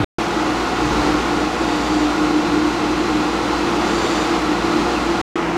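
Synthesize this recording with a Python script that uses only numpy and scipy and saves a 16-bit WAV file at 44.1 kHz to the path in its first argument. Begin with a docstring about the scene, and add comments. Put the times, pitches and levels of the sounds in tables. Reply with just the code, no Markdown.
"""An industrial dryer roars in a plant hall, heard from three standpoints with short silences between.
Its blower drives turbulent air through a ribbed hose that booms at two resonances near 300 and 340 Hz.
In the long middle stretch, beside the hose, the casing rings, motors hum and whine, a thin metallic
singing swells twice, one low gust passes and a faint squeak slides down."""
import sys
import numpy as np
from scipy import signal
from scipy.fft import next_fast_len
from scipy.io import wavfile

SR = 44100
rng = np.random.default_rng(int(sys.argv[2]) if len(sys.argv) > 2 else 0)


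def inscribe(sig):
    """Save sig as 16-bit PCM at rate SR to the path in sys.argv[1].

    A 1-D sig is mono; a 2-D sig holds one channel per row.
    Samples are clipped to [-1, 1] before scaling.
    """
    pcm = np.round(np.clip(np.atleast_2d(sig).T, -1, 1) * 32767)
    wavfile.write(sys.argv[1], SR, pcm.astype(np.int16))


N = 245637

# hose resonances: (pitch [Hz], pitch wander [Hz])
LOW_RESONANCE = (303.8, 3.06)
HIGH_RESONANCE = (343, 5.5)
# swells of the metallic singing:
# (crest time [s], hold [s], relative singing level [dB], squeal level [dB], whistle level [dB])
SWELLS = [(1.76, .2, -7, -42, -58.5), (3.971, 0.21, -3, -42, -47.5)]
SWELL_RISE_S, SWELL_FALL_S = .14, .15


def gain_of(db):
    """Decibels to amplitude."""
    return 10 ** (np.asarray(db) / 20)


def seconds():
    """Time of every sample."""
    return np.arange(N) / SR


def follow(rows, column=1):
    """One column of an automation curve at every sample."""
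    rows = np.asarray(rows)
    return np.interp(seconds(), rows[:, 0], rows[:, column])


def gate(start, end):
    """Opens and closes within a millisecond."""
    t = seconds()
    return np.sin(np.pi / 2 * np.clip(np.minimum(t - start, end - t) / .001, 0, 1)) ** 2


def envelope(crest_s, hold_s, rise_s, fall_s):
    """Rises smoothly to one at the crest, holds, and dies away."""
    age = seconds() - crest_s
    return np.exp(-(np.minimum(age, 0) / rise_s) ** 2 - (np.maximum(age - hold_s, 0) / fall_s) ** 2)


def swelling_db(rest_db, column):
    """A resting level that rises, in each swell, to the level in the given column."""
    lifts = ((row[column] - rest_db) * envelope(*row[:2], SWELL_RISE_S, SWELL_FALL_S) for row in SWELLS)
    return rest_db + sum(lifts)


def noise(shape):
    """Noise of rms one whose amplitude spectrum follows shape(Hz)."""
    size = next_fast_len(N)
    hz = np.fft.rfftfreq(size, 1 / SR)
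    real, imaginary = rng.standard_normal((2, len(hz)))
    sound = np.fft.ifft((real + 1j * imaginary) * shape(hz), size)[:N].real
    return sound / sound.std()


def rush(points):
    """Turbulent noise of rms one, coloured by (Hz, dB) points."""
    pitches, db = np.transpose(points)
    return noise(lambda hz: gain_of(np.interp(np.log(hz + 1), np.log(pitches), db)))


def drift(rate_hz):
    """Smooth random modulation of rms one."""
    return noise(lambda hz: np.exp(-(hz / rate_hz) ** 2))


def ringing(modes):
    """Turbulence ringing in steep-sided resonances."""
    return sum(gain_of(db) * noise(lambda hz: 1 / (1 + ((hz - centre) / width) ** 2))
               for centre, width, db in modes)


def tones(lines, waver_db, waver_hz, wander):
    """Machine tones that waver separately in level and wander together in pitch."""
    clock = np.cumsum(1 + wander * drift(2.48)) / SR
    sound = np.zeros(N)
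    for hz, db in lines:
        amplitude = np.sqrt(2) * gain_of(db + waver_db * drift(waver_hz))
        sound += amplitude * np.cos(2 * np.pi * (hz * clock + rng.random()))
    return sound


def panel_air(level_db=-18.5):
    """The dull rush of air at the control panel."""
    # colour of the rush: (frequency [Hz], relative level [dB])
    spectrum = [(25, -17), (110, 1), (350, -4), (600, -12), (1350, -10.5), (1650, -18.5), (2600, -21),
                (4000, -23), (5200, -33), (9000, -42.5), (16000, -56)]
    return gain_of(level_db) * rush(spectrum)


def boom(resonance, level_db, throb_db):
    """The flow sustains a hose resonance, whose pitch wanders and whose level throbs."""
    hz, wander_hz = resonance
    turns = np.cumsum(hz + wander_hz * drift(11.9)) / SR
    return gain_of(level_db + throb_db * drift(17)) * np.sqrt(2) * np.sin(2 * np.pi * turns)


def hose_air(level_db=-22, flutter_db=.33, surge_db=.15, split_hz=3000, hiss_per_flow=.91, lift_db=.2):
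    """Roar and hiss surge and flutter with the flow; the hiss lifts a touch with the singing."""
    # colour of the rush beside the hose: (frequency [Hz], relative level [dB])
    spectrum = [(20, -15), (100, -11), (180, -2), (270, 1), (400, 2), (620, -5), (860, 0), (1430, -3),
                (1520, -8), (2700, -12), (4600, -16), (6800, -22.5), (9000, -32), (16000, -47)]
    # strength of the air flow: (time [s], gain [dB])
    flow = [(.2, .2), (.72, -0.3), (1., 2.4), (1.5, -1), (1.78, -0.2), (2.9, -0.76), (3.5, -.5),
            (3.85, 1.2), (4.22, 1.5), (4.55, -0.3), (4.8, 1), (5.2, -0.7)]
    air = gain_of(level_db) * rush(spectrum)
    hiss = signal.sosfiltfilt(signal.butter(2, split_hz, "high", fs=SR, output="sos"), air)
    roar = air - hiss
    flow_db = follow(flow) + surge_db * drift(6.4)
    swell_db = lift_db * sum(envelope(*row[:2], SWELL_RISE_S, SWELL_FALL_S) for row in SWELLS)
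    surging = roar * gain_of(flow_db) + hiss * gain_of(hiss_per_flow * flow_db + swell_db)
    return surging * gain_of(flutter_db * drift(25))


def hose_booms(low_db=.5, high_db=-2, dip_hz=3.27, dip_at_s=2.16, dip_db=-10, dip_half_width_s=.042):
    """Both hose resonances throb irregularly; the lower one also ducks at an even rate."""
    # slow level ride of each resonance: (time [s], relative level [dB])
    low_ride = [(.2, -33), (.48, -22.5), (.72, -39), (.83, -26.5), (1.1, -21.5), (1.55, -25.5), (2., -19.5),
                (2.62, -20), (2.95, -22), (3.78, -26), (4., -30), (4.2, -25), (4.78, -22), (5.2, -31)]
    high_ride = [(.2, -26.5), (.8, -30.5), (1.35, -26), (1.5, -35), (1.66, -22), (1.82, -36), (2.4, -24),
                 (2.95, -24), (3.65, -27), (3.8, -22.5), (3.95, -26), (4.4, -27.5), (4.87, -21), (5., -30),
                 (5.1, -17.5), (5.2, -25.5)]
    from_dip_s = (((seconds() - dip_at_s) * dip_hz + .5) % 1 - .5) / dip_hz
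    duck_db = dip_db * np.exp(-(from_dip_s / dip_half_width_s) ** 2)
    low = boom(LOW_RESONANCE, follow(low_ride) + duck_db + low_db, throb_db=2)
    high = boom(HIGH_RESONANCE, follow(high_ride) + high_db, throb_db=3)
    return low + high


def casing():
    """Turbulence sets the sheet-metal casing ringing."""
    # casing resonances: (frequency [Hz], half width [Hz], level [dB])
    modes = [(82.4, 9.2, -48), (134, 3.6, -54), (199.8, 12, -36), (229.4, 4.3, -37.5), (273, 4.3, -46),
             (324, 14, -31.5), (416.5, 6, -48.5), (467, 9.9, -38), (621, 5.3, -44.5), (720.6, 22, -34.5),
             (761, 9.8, -37), (1103, 19, -42.5), (1309, 8.7, -42), (1444, 20, -39.5), (1958, 50, -42.5),
             (2595, 220, -42)]
    return ringing(modes)


def motor_hum():
    """Motors and impeller drone; a close pair of tones near 839 Hz beats twice a second."""
    # steady tones: (frequency [Hz], level [dB])
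    partials = [(53.8, -47.5), (58.5, -36.5), (116.4, -48.5), (119.8, -43.5), (175, -38.5), (256.4, -38),
                (372.8, -45), (479.8, -40), (537, -46.5), (837.8, -40.5), (839.8, -39), (1074, -41),
                (1171.5, -45.5), (1217.3, -58), (1397, -43), (2126, -46.5)]
    return tones(partials, waver_db=1.5, waver_hz=3.8, wander=.00041)


def whine(motor_hz=4078.5, squeal_hz=4676, whistle_hz=7172):
    """A thin motor whine, with a squeal and a whistle that swell with the singing."""
    # level ride of the motor whine: (time [s], level [dB])
    ride = [(.2, -51), (1.1, -44), (1.5, -58), (2.2, -43.5), (3.6, -43.5), (4.1, -46.5), (4.8, -42),
            (5.2, -46)]
    lines = [(motor_hz, follow(ride)),
             (squeal_hz, swelling_db(rest_db=-56, column=3)),
             (whistle_hz, swelling_db(rest_db=-66, column=4))]
    return tones(lines, waver_db=.7, waver_hz=10, wander=.00022)


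def singing(trim_db=3, tones_db=-1.5):
    """High metallic tones and their sizzle swell and fade together."""
    # metallic tones: (frequency [Hz], relative level [dB])
    partials = [(3513, -42.5), (3679, -54.5), (3699, -43), (3746, -52), (4399, -49.5), (4422, -51.5),
                (4468, -52), (4632, -48), (4866, -52), (6029, -48), (6295, -56), (6820, -58), (6935, -55.5),
                (6957, -59), (7171, -56.5), (7241, -52.5), (7402, -62), (7468, -57), (8565, -60)]
    # sizzle bands: (frequency [Hz], half width [Hz], relative level [dB])
    sizzle = [(7040, 640, -43), (8900, 1800, -54)]
    shimmer = gain_of(tones_db) * tones(partials, waver_db=4, waver_hz=30, wander=.0007)
    return gain_of(trim_db + swelling_db(rest_db=-14, column=2)) * (shimmer + ringing(sizzle))


def gust(crest_s=.87, level_db=-26, sag_db_per_s=25):
    """A puff of air buffets the microphone, sags and stops."""
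    # colour of the low rumble: (frequency [Hz], relative level [dB])
    spectrum = [(25, -29), (55, 8), (85, -18), (135, 5.5), (220, -12), (600, -63)]
    sag_db = sag_db_per_s * np.maximum(seconds() - crest_s, 0)
    puff = envelope(crest_s, hold_s=.26, rise_s=.04, fall_s=.07)
    return gain_of(level_db - sag_db) * puff * rush(spectrum)


def squeak(trim_db=-4, rough_db=4):
    """A short rough tone that slides down."""
    # falling glide: (time [s], pitch [Hz], relative level [dB])
    glide = [(4.935, 2850, -59), (4.958, 2720, -29), (4.985, 2480, -35), (5.01, 2400, -63)]
    turns = np.cumsum(follow(glide, column=1)) / SR
    level_db = follow(glide, column=2) + trim_db + rough_db * drift(120)
    return gain_of(level_db) * np.sqrt(2) * np.sin(2 * np.pi * turns) * gate(glide[0][0], glide[-1][0])


def front_air(rush_db=-22.5):
    """In front of the machine the air rushes and rings in three low resonances."""
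    # colour of the rush: (frequency [Hz], relative level [dB])
    spectrum = [(25, -20.5), (120, -9.5), (175, -0.5), (470, 0), (550, -7), (720, 1.5), (1350, -3),
                (1600, -8), (2300, -8), (3800, -19.5), (6500, -24.5), (10000, -39), (16000, -51)]
    # low resonances: (frequency [Hz], half width [Hz], level [dB])
    modes = [(174.2, 5.2, -30), (310, 4.5, -28.5), (341.5, 7.6, -26.5)]
    return gain_of(rush_db) * rush(spectrum) + ringing(modes)


def scene(front_hum_db=-4):
    """The dryer from the control panel, beside the hose and from the front, in turn."""
    # when each standpoint is heard: (start [s], end [s])
    spans = [(0, .0455), (.1839, 5.2153), (5.3558, 5.6)]
    hum = motor_hum()
    at_panel = panel_air() + boom(LOW_RESONANCE, level_db=-25.5, throb_db=3)
    at_hose = hose_air() + hose_booms() + casing() + hum + whine() + singing() + squeak() + gust()
    in_front = front_air() + gain_of(front_hum_db) * hum
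    return sum(sound * gate(*span) for sound, span in zip([at_panel, at_hose, in_front], spans))[None]


def record(dry, cutoff_hz=15800):
    """A steep low-pass trims the very top of the hiss."""
    low_pass = signal.firwin(511, cutoff_hz, window=("kaiser", 9), fs=SR)
    return signal.oaconvolve(dry, low_pass[None], "same")


dry = scene()
out = record(dry)
inscribe(out)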